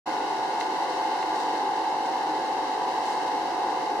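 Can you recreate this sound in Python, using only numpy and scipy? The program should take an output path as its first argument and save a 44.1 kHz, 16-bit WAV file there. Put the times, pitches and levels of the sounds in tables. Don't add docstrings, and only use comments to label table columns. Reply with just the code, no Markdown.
import sys
import numpy as np
from scipy import signal
from scipy.fft import rfft, irfft
from scipy.io import wavfile

SR = 44100
rng = np.random.default_rng(int(sys.argv[2]) if len(sys.argv) > 2 else 0)


def bounce(signal):
    frames = np.transpose(np.atleast_2d(signal))
    limited = np.clip(frames, -1, 1)
    pcm = np.round(limited * 32767).astype(np.int16)
    wavfile.write(sys.argv[1], SR, pcm)


N = 176400
T = np.arange(N) / SR
HZ = np.maximum(np.arange(N // 2 + 1) * SR / N, 1)
SIDES = np.array([[.5], [-.5]])
CROSSOVER_HZ = 1400

# f/Hz, relative level/dB
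HISS_COLOUR = [(680, -31), (1150, -3), (1370, -11), (1420, -8.5), (1490, -6), (1620, -3.5), (1740, -6),
               (2100, -5), (2190, -8.5), (2380, -22), (2650, -9.5), (2950, -10), (3480, -20), (3830, -10),
               (4270, -12), (5840, -17), (6480, -21.5), (11100, -32.5), (13300, -39), (13900, -43)]


def from_db(db):
    return 10 ** (np.asarray(db) / 20)


def in_time(rows):
    return np.interp(T, *np.transpose(rows))


def at_hz(points):
    hz, value = np.transpose(points)
    return np.interp(np.log(HZ), np.log(hz), value)


def drift(rate_hz):
    wobble = irfft(rfft(rng.standard_normal(N)) / (1 + (HZ / rate_hz) ** 2), N)
    return wobble / np.sqrt(np.mean(wobble ** 2) + 1e-20)


def resonance(hz, width_hz):
    return 1 / (1 + ((HZ ** 2 - hz ** 2) / (HZ * width_hz)) ** 2)


def noise(colour):
    # f/Hz, side minus middle/dB
    width = [(60, -11), (98, -19), (160, -14), (260, -16.5), (430, -15.5), (700, -18), (1150, -4.5),
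             (1880, -2.5), (3070, 2), (5020, -0.5), (8210, 0), (13400, -1)]
    # f/Hz, left minus right/dB
    lean = [(60, -2), (110, 3), (200, 0.5), (360, 0.5), (660, -1), (1210, 0), (2210, 1), (4030, 1.5),
            (7360, 1), (13400, 12)]
    middle, side = rfft(rng.standard_normal((2, N)))
    pair = middle + side * from_db(at_hz(width)) * [[1], [-1]]
    balance = from_db(at_hz(lean) * SIDES)
    balance /= np.sqrt(np.mean(balance ** 2, axis=0))
    out = irfft(pair * balance * colour, N)
    return out / out.mean(axis=0).std()


def rumble(level_db=-69.5, swing_db=3.0):
    # f/Hz, relative level/dB
    colour = [(10, -9), (25, 3), (40, 0), (57, 2), (80, -1), (120, -9), (200, -17), (500, -70)]
    return from_db(level_db + swing_db * drift(11.0)) * noise(from_db(at_hz(colour)))


def swishes(grain_db=3.5):
    # peak t/s, half length/s, level/dB
    bursts = [(0.617, 0.029, -51.5), (1.358, 0.006, -54), (1.405, 0.032, -50), (1.56, 0.037, -57),
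              (2.067, 0.017, -53), (3.1, 0.06, -50.5)]
    # f/Hz, relative level/dB
    colour = [(1500, -29), (4000, 11), (8000, 1.5), (13000, -14)]
    swell = sum(from_db(db) * np.exp(-.5 * ((T - peak) / half) ** 2) for peak, half, db in bursts)
    grain = from_db(grain_db * drift(200))
    return swell * grain * noise(from_db(at_hz(colour)))


def ticks(scuff_lead_s=0.0056, scuff_hz=8000, attack_s=0.00089, decay_s=0.0018, room_fade_s=.3):
    # t/s, level/dB, left minus right/dB, tap f/Hz, scuff level against the tap/dB
    taps = [(0.6099, -29, -2, 3300, -7.5), (1.2281, -32.5, -6, 1900, -11)]
    # f/Hz, level against the tap/dB, time to fade by 60 dB/s
    ring_tones = [(2080, 3.5, 0.02), (2700, -1, 0.019), (2970, -12, 0.018), (4100, -4, 0.018)]
    colour = from_db(at_hz(HISS_COLOUR)) * (HZ >= CROSSOVER_HZ)
    out = np.zeros((2, N))
    for tap_s, db, pan_db, tap_hz, scuff_db in taps:
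        age = np.maximum(T - tap_s, 0)
        tick = sum(from_db(ring_db - 60 * age / fade_s) * np.sin(2 * np.pi * hz * age)
                   for hz, ring_db, fade_s in ring_tones)
        for start, part_db, hz in (tap_s - scuff_lead_s, scuff_db, scuff_hz), (tap_s, 0, tap_hz):
            age = np.maximum(T - start, 0)
            rise = np.minimum(age / attack_s, 1)
            room_tail = from_db(-30 - 60 * age / room_fade_s)
            fall = np.exp(-age / decay_s) + room_tail
            burst = noise(resonance(hz, width_hz=0.7 * hz) * colour)
            tick = tick + from_db(part_db) * rise * fall * burst
        out += from_db(db + pan_db * SIDES) * tick
    return out


def pump_hiss(level_db=-43, flutter_db=.5):
    # t/s, level change/dB
    swell = [(0, 1), (.5, 0.5), (.9, 1.5), (1.5, 0.8), (1.7, 0.1), (2.4, 0.2), (2.9, 0.5), (3.3, 0.8),
             (3.7, 0), (4, -1)]
    loudness = from_db(level_db + in_time(swell) + flutter_db * drift(43))
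    return loudness * noise(from_db(at_hz(HISS_COLOUR)) * (HZ >= CROSSOVER_HZ))


def pump_churn(flow_db=-32, flutter_db=0.2):
    # f/Hz, relative level/dB
    colour = [(74, -80), (120, -31.5), (142, -23.5), (225, -21.5), (258, -12.5), (323, -6.5), (353, -10.5),
              (382, -5), (436, -8.5), (522, -6), (596, -13.5), (674, -11.5), (697, -9), (745, -7),
              (815, -4.5), (843, -4.5), (885, -2), (930, -5.5), (996, -7), (1050, -8.5), (1330, -22.5),
              (1490, -34), (1800, -32), (2340, -54), (3960, -120)]
    # f/Hz, width/Hz, level/dB
    casing = [(321, 14, -50), (384.4, 12, -58.5), (979, 35, -40), (1571, 37, -58), (2115, 9.1, -59.5)]
    flow = from_db(flow_db) * noise(from_db(at_hz(colour)) * (HZ < CROSSOVER_HZ))
    ringing = sum(from_db(db) * noise(resonance(hz, width)) for hz, width, db in casing)
    return (flow + ringing) * from_db(flutter_db * drift(21))


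def motor(shaft_hz=48.24, magnet_hz=100, vanes=15, speed_wander=0.00014, waver_depth=0.064):
    # (t/s, level/dB)
    strong_tones = [(15, 0, -0.78, -5, [(0, -37.5), (1.6, -40.5), (2.1, -40.5), (2.7, -39.5), (4, -36.5)]),
                    (16, 0, 0.19, -1, [(0, -37.5), (.7, -39), (1.4, -37), (2.7, -35.5), (3.3, -36.5),
                    (4, -38)]), (15, 1, .2, -3, [(0, -48), (.7, -46), (1.2, -42), (1.7, -35), (2.7, -41.5),
                    (4, -37.5)]), (16, 1, -0.64, 1, [(0, -34), (1, -32), (2, -32), (3, -33.5), (4, -34)]),
                    (17, 1, 0.57, 1, [(0, -43), (2.2, -43.5), (3.1, -54), (4, -49)])]
    # shaft multiple, sideband (0 or 1), left lead/rad, left minus right/dB, level/dB
    weak_tones = [(7, 0, -0.29, -3, -51), (11, 0, 0, 5, -48.5), (13, 0, 0.23, -4, -55),
                  (14, 0, 0.86, 3, -50), (17, 0, 1, 7, -41), (18, 1, .2, 3, -50), (31, 0, .4, 4, -61),
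                  (32, 1, .3, 0, -55.5)]
    # t/s, level/dB
    whine = [(0, -48.5), (1.4, -51.5), (1.9, -58), (2.25, -54), (2.7, -65), (3.2, -65), (3.55, -51.5),
             (4, -60)]
    # level/dB, left lead/rad
    whistles = [(-60, 2.2), (-64, 2.2), (-60.5, 1.7), (-65, 1.4)]
    # t/s, level change/dB
    whistle_swell = [(0, -3), (.6, 0), (1.3, 2.5), (2.2, -1), (2.9, -4), (4, -3)]
    tones = [(*tone, in_time(levels)) for *tone, levels in strong_tones] + weak_tones
    tones.append((2 * vanes, 0, .4, 0, in_time(whine)))
    for k, (db, lead) in enumerate(whistles, start=3):
        tones.append((k * vanes, 0, lead, 0, db + in_time(whistle_swell)))

    turns = shaft_hz * np.cumsum(1 + speed_wander * drift(3.1)) / SR
    out = np.zeros((2, N))
    for multiple, sideband, lead, pan_db, db in tones:
        phase = 2 * np.pi * (multiple * turns + sideband * magnet_hz * T)
        phase += 1.256 * multiple * sideband
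        phase -= .8 * multiple ** 2
        waver = 1 + waver_depth * (drift(2.9) + 1j * drift(2.9))
        wave = np.sqrt(2) * np.real(waver * np.exp(1j * (phase + lead * SIDES)))
        out += from_db(db + pan_db * SIDES) * wave
    return out


def scene():
    return motor() + pump_churn() + pump_hiss() + rumble() + ticks() + swishes()


def record(dry, silent_s=0.057, fade_s=0.014, cutoff_hz=14000):
    # f/Hz, width/Hz, share removed
    dips = [(604, 39, 0.56), (2380, 70, 0.63)]
    response = np.prod([1 - share * resonance(hz, width) for hz, width, share in dips], axis=0)
    heard = irfft(rfft(dry) * response, N)
    fade_in = np.clip((T - silent_s) / fade_s, 0, 1)
    treble_cut = signal.ellip(12, .1, 80, cutoff_hz, fs=SR, output="sos")
    return signal.sosfilt(treble_cut, heard * fade_in)


dry = scene()
out = record(dry)
bounce(out)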